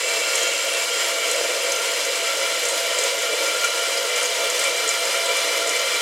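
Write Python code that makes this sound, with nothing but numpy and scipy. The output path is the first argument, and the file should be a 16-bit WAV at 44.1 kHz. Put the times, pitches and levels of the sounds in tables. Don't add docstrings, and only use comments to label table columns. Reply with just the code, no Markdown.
import sys
import numpy as np
from scipy import signal
from scipy.fft import rfft, irfft, next_fast_len
from scipy.io import wavfile
from scipy.ndimage import uniform_filter1d

SR = 44100
rng = np.random.default_rng(int(sys.argv[2]) if len(sys.argv) > 2 else 0)


def digitize_waveform(pressure):
    field = np.atleast_2d(pressure).T
    bounded = np.clip(field, -1, 1)
    quanta = np.round(bounded * 32767).astype(np.int16)
    wavfile.write(sys.argv[1], SR, quanta)


N = 265382
TIME = np.arange(N) / SR


def undb(db):
    return 10 ** (np.asarray(db) / 20)


def unit(x):
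    return x / np.sqrt(np.mean(x ** 2))


def add(track, start_s, sound):
    start = int(np.clip(start_s * SR, 0, N - 1))
    track[start:start + len(sound)] += sound[:N - start]


def highpass(x, hz, order):
    return signal.sosfilt(signal.butter(order, hz, "high", fs=SR, output="sos"), x)


def drift(per_s):
    knots = rng.standard_normal(4096)
    return unit(np.interp(TIME * per_s, np.arange(len(knots)), knots))


def turbulence(spectrum):
    hz, db = np.transpose(spectrum)
    size = next_fast_len(N)
    freq = np.maximum(np.arange(size // 2 + 1) * SR / size, 1)
    gain = undb(np.interp(np.log(freq), np.log(hz), db))
    return unit(irfft(rfft(rng.standard_normal(size)) * gain, size)[:N])


def resonance(hz, width_hz):
    b, a = signal.iirpeak(hz, hz / width_hz, fs=SR)
    return signal.lfilter(b, a, signal.lfilter(b, a, rng.standard_normal(N)))


def modal_sum(modes, flicker_db):
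    filled = TIME / TIME[-1]
    out = np.zeros(N)
    for hz, width_hz, start_db, end_db in modes:
        level_db = start_db + (end_db - start_db) * filled + flicker_db * drift(16)
        out += undb(level_db) * resonance(hz, width_hz)
    return unit(out)


def driven_cavity(modes, throb_db, evenness):
    ring = modal_sum(modes, flicker_db=0.5)
    strength = np.sqrt(uniform_filter1d(ring ** 2, SR // 10))
    return unit(ring / strength ** evenness) * undb(throb_db * drift(50))


def bubble(hz, decay_cycles, glide):
    turns = np.arange(int(5 * decay_cycles * SR / hz) + 2) * hz / SR
    age = turns / decay_cycles
    return np.sin(2 * np.pi * turns * (1 + glide * age)) * np.exp(-age) * (1 - np.exp(-turns))


def bubbles(table, glide):
    out = np.zeros(N)
    for start_s, level_db, pitch_hz, decay_cycles in table:
        add(out, start_s, undb(level_db) * bubble(pitch_hz, decay_cycles, glide))
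    return out


def echoes(x, t60_s, delay_s):
    t = np.arange(SR // 2) / SR
    tail = rng.standard_normal(len(t)) * np.exp(-np.log(1000) * t / t60_s) * (t > delay_s)
    return signal.fftconvolve(x, tail / np.linalg.norm(tail))[:N]


# frequency_hz, density_db
RUMBLE_SPECTRUM = [(25, -17), (55, -18), (82, -16), (108, -2), (135, -4.5), (158, -10), (200, 3.5),
                   (260, -1), (330, 12), (500, -45)]

def plumbing():
    return turbulence(RUMBLE_SPECTRUM)


def fizz(count, low_hz, high_hz, spread_db, cycles):
    out = np.zeros(N)
    for when, pitch, rank, life in rng.random((count, 4)):
        hz = low_hz * (high_hz / low_hz) ** pitch
        gain = undb(-spread_db * np.log(max(rank, 0.01)))
        add(out, when * TIME[-1], gain * bubble(hz, cycles * (0.5 + life), glide=0.018))
    return unit(out)


# start_s, level_db, pitch_hz, decay_cycles
DROP_PINGS = [(0.354, -11, 7400, 2.3), (0.431, -16, 6730, 6), (1.313, -13, 7600, 2.7),
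              (1.720, -15, 6130, 5), (2.048, -18, 6800, 2.5), (2.653, -15, 6900, 4),
              (2.686, -13, 8300, 2.6), (2.778, -23, 5080, 12), (2.987, -13, 7500, 3.8),
              (3.037, -14.5, 7160, 5.2), (3.645, -18, 6660, 5), (3.975, -21, 4970, 13),
              (4.16, -18, 7000, 6), (4.229, -15, 9250, 4.2), (4.256, -16.5, 6700, 5),
              (4.5008, -16, 7100, 7.4), (4.594, -12.5, 8200, 3.3), (4.6395, -13.5, 7800, 4),
              (4.877, -18, 6950, 5.9), (4.890, -12.5, 6900, 6.1), (5.370, -18, 9600, 3.8),
              (5.674, -16, 7110, 4), (5.693, -13, 6700, 3)]

def drops():
    splat_db, swell_s = -10, 0.0021
    out = bubbles(DROP_PINGS, glide=0.0034)
    age = TIME[:SR // 30]
    envelope = age / swell_s * np.exp(-age / swell_s)
    splat = turbulence([(2500, -12), (6500, 9), (10500, 2), (15000, -25)])
    for start_s, level_db, _, _ in DROP_PINGS:
        add(out, start_s, undb(level_db + splat_db) * envelope * splat[int(start_s * SR):][:len(age)])
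    return out + undb(-51.5) * fizz(count=60, low_hz=6340, high_hz=8200, spread_db=2.0, cycles=6.7)


def spray():
    foam = undb(-38.5) * fizz(count=2500, low_hz=3380, high_hz=8840, spread_db=-0.5, cycles=3.0)
    prickle = undb(-44) * fizz(count=900, low_hz=7840, high_hz=11600, spread_db=2.5, cycles=4.0)
    direct = highpass(foam + prickle + undb(7.5) * drops(), 2500, order=2)
    return direct + undb(-3) * echoes(direct, t60_s=0.038, delay_s=0.0015)


# peak_s, change_db
JET_SPURTS = [(1.14, -0.5), (2.96, 0.2), (3.17, -0.5), (3.65, 2.5), (4.18, 1.5), (4.67, 0.9), (5.70, -0.5)]

def spurts(width_s=0.013):
    return sum(change_db * np.exp(-((TIME - peak_s) / width_s) ** 2) for peak_s, change_db in JET_SPURTS)


# pitch_hz, width_hz, start_db, end_db
NOTE_MODES = [(1354.5, 32, -3, -2.5), (1398, 20, 5, -0.5)]

def hollow_note(spurt_db):
    rise_db_per_s = 0.45
    level_db = -38 + rise_db_per_s * TIME + 2.5 * drift(14) + 4 * spurt_db
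    return undb(level_db) * driven_cavity(NOTE_MODES, throb_db=-0.5, evenness=0.84)


# pitch_hz, width_hz, start_db, end_db
PIPE_MODES = [(318.5, 11, -14, -14.5), (353, 147, -20, -24), (439.5, 33.4, -9, -6), (473.7, 53, -6, -10),
              (496.2, 22.6, 0.5, 0.5), (551.1, 29.7, 1, -1.5), (599.7, 41, -7, -7), (645, 78, -17, -17.5),
              (672, 15, 0.5, 2.5), (712, 38, -21, -25)]
# time_s, level_db
STREAM_SWELL = [(0, -30), (0.7, -30.5), (1.45, -28.5), (2.0, -30.5), (2.6, -30.0), (3.35, -29.0),
                (3.8, -31.5), (4.3, -28), (4.75, -30.5), (5.4, -29), (6.0, -30)]
# start_s, level_db, pitch_hz, decay_cycles
PIPE_GLUGS = [(1.410, -7.5, 527, 2.3), (1.428, -17, 520, 2), (1.446, -11, 540, 2)]

def refill_stream():
    level_db = np.interp(TIME, *np.transpose(STREAM_SWELL)) - 0.75 + 1.15 * drift(14)
    gurgle = undb(level_db) * driven_cavity(PIPE_MODES, throb_db=0.94, evenness=0.62)
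    return gurgle + undb(-2) * bubbles(PIPE_GLUGS, glide=0.012)


# frequency_hz, density_db
HISS_SPECTRUM = [(270, -52), (320, -11.5), (700, -2), (800, -5.5), (1250, -1.5), (1700, -1.5), (3000, 0.5),
                 (3700, -2.5), (5500, -1.5), (8300, -4), (9500, -8), (11300, -11), (13500, -17.5),
                 (15600, -23.5)]
# pitch_hz, width_hz, start_db, end_db
VALVE_MODES = [(948, 94, -8.5, -9), (994, 20, -6.5, -2.5), (1090, 6.5, -13, -7), (1185, 130, -10.5, -23),
               (1189, 77, -18, -8), (1559, 34, -6, -12), (1882, 103, -6, -6), (2065, 110, -3.5, -0.5),
               (2144, 82, -11.5, -3.5), (2258, 82, 2.5, -11), (2331, 51, 1, 6.5), (2710, 67, 4.5, -17),
               (2846, 103, -5.5, -4.5), (2937, 81, -2.5, -1), (3098, 196, -9, -3.5), (3197, 39, 3, -6),
               (3320, 61, -9, -7), (3457, 113, -9.5, -2.5), (4028, 95, -7.5, -2), (4150, 340, -11, -14),
               (5010, 134, -3.5, -5), (6010, 124, -12, -10), (7360, 39, -23, -35), (6870, 92, -5.5, -9),
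               (7410, 470, -4.5, -20.5)]

def fill_valve(spurt_db):
    whistle_hz, whistle_width_hz = 2343, 35
    sputter_db = 0.57 * drift(45) + 0.49 * drift(260)
    hiss = undb(-1.73 + sputter_db) * turbulence(HISS_SPECTRUM)
    ring = undb(-2.07) * modal_sum(VALVE_MODES, flicker_db=1.3)
    flutter_db = 0.61 * drift(14)
    jet = undb(-25 + flutter_db + spurt_db) * (hiss + ring)
    whistle = driven_cavity([(whistle_hz, whistle_width_hz, 0, 0)], throb_db=-1.0, evenness=0.9)
    return jet + undb(-34.5) * spurt_db * whistle


def scene():
    spurt_db = spurts()
    gurgle = refill_stream()
    sources = spray() + hollow_note(spurt_db) + gurgle + fill_valve(spurt_db)
    tank = highpass(sources, 288, order=8)
    mid = tank + undb(-11) * echoes(tank, t60_s=0.42, delay_s=0.005) + undb(-58) * plumbing()
    tiles = echoes(tank, t60_s=0.49, delay_s=0.00354)
    tiles = signal.sosfilt(signal.butter(2, 10000, fs=SR, output="sos"), tiles)
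    side = undb(-20.5) * highpass(tiles, 660, order=3)
    side += undb(-49) * echoes(gurgle, t60_s=0.33, delay_s=0.0035) + undb(-97) * plumbing()
    return np.array([mid + side, mid - side])


def record(dry):
    cutoff_hz = 15750
    return signal.sosfilt(signal.ellip(10, 0.1, 90, cutoff_hz, fs=SR, output="sos"), dry)


dry = scene()
out = record(dry)
digitize_waveform(out)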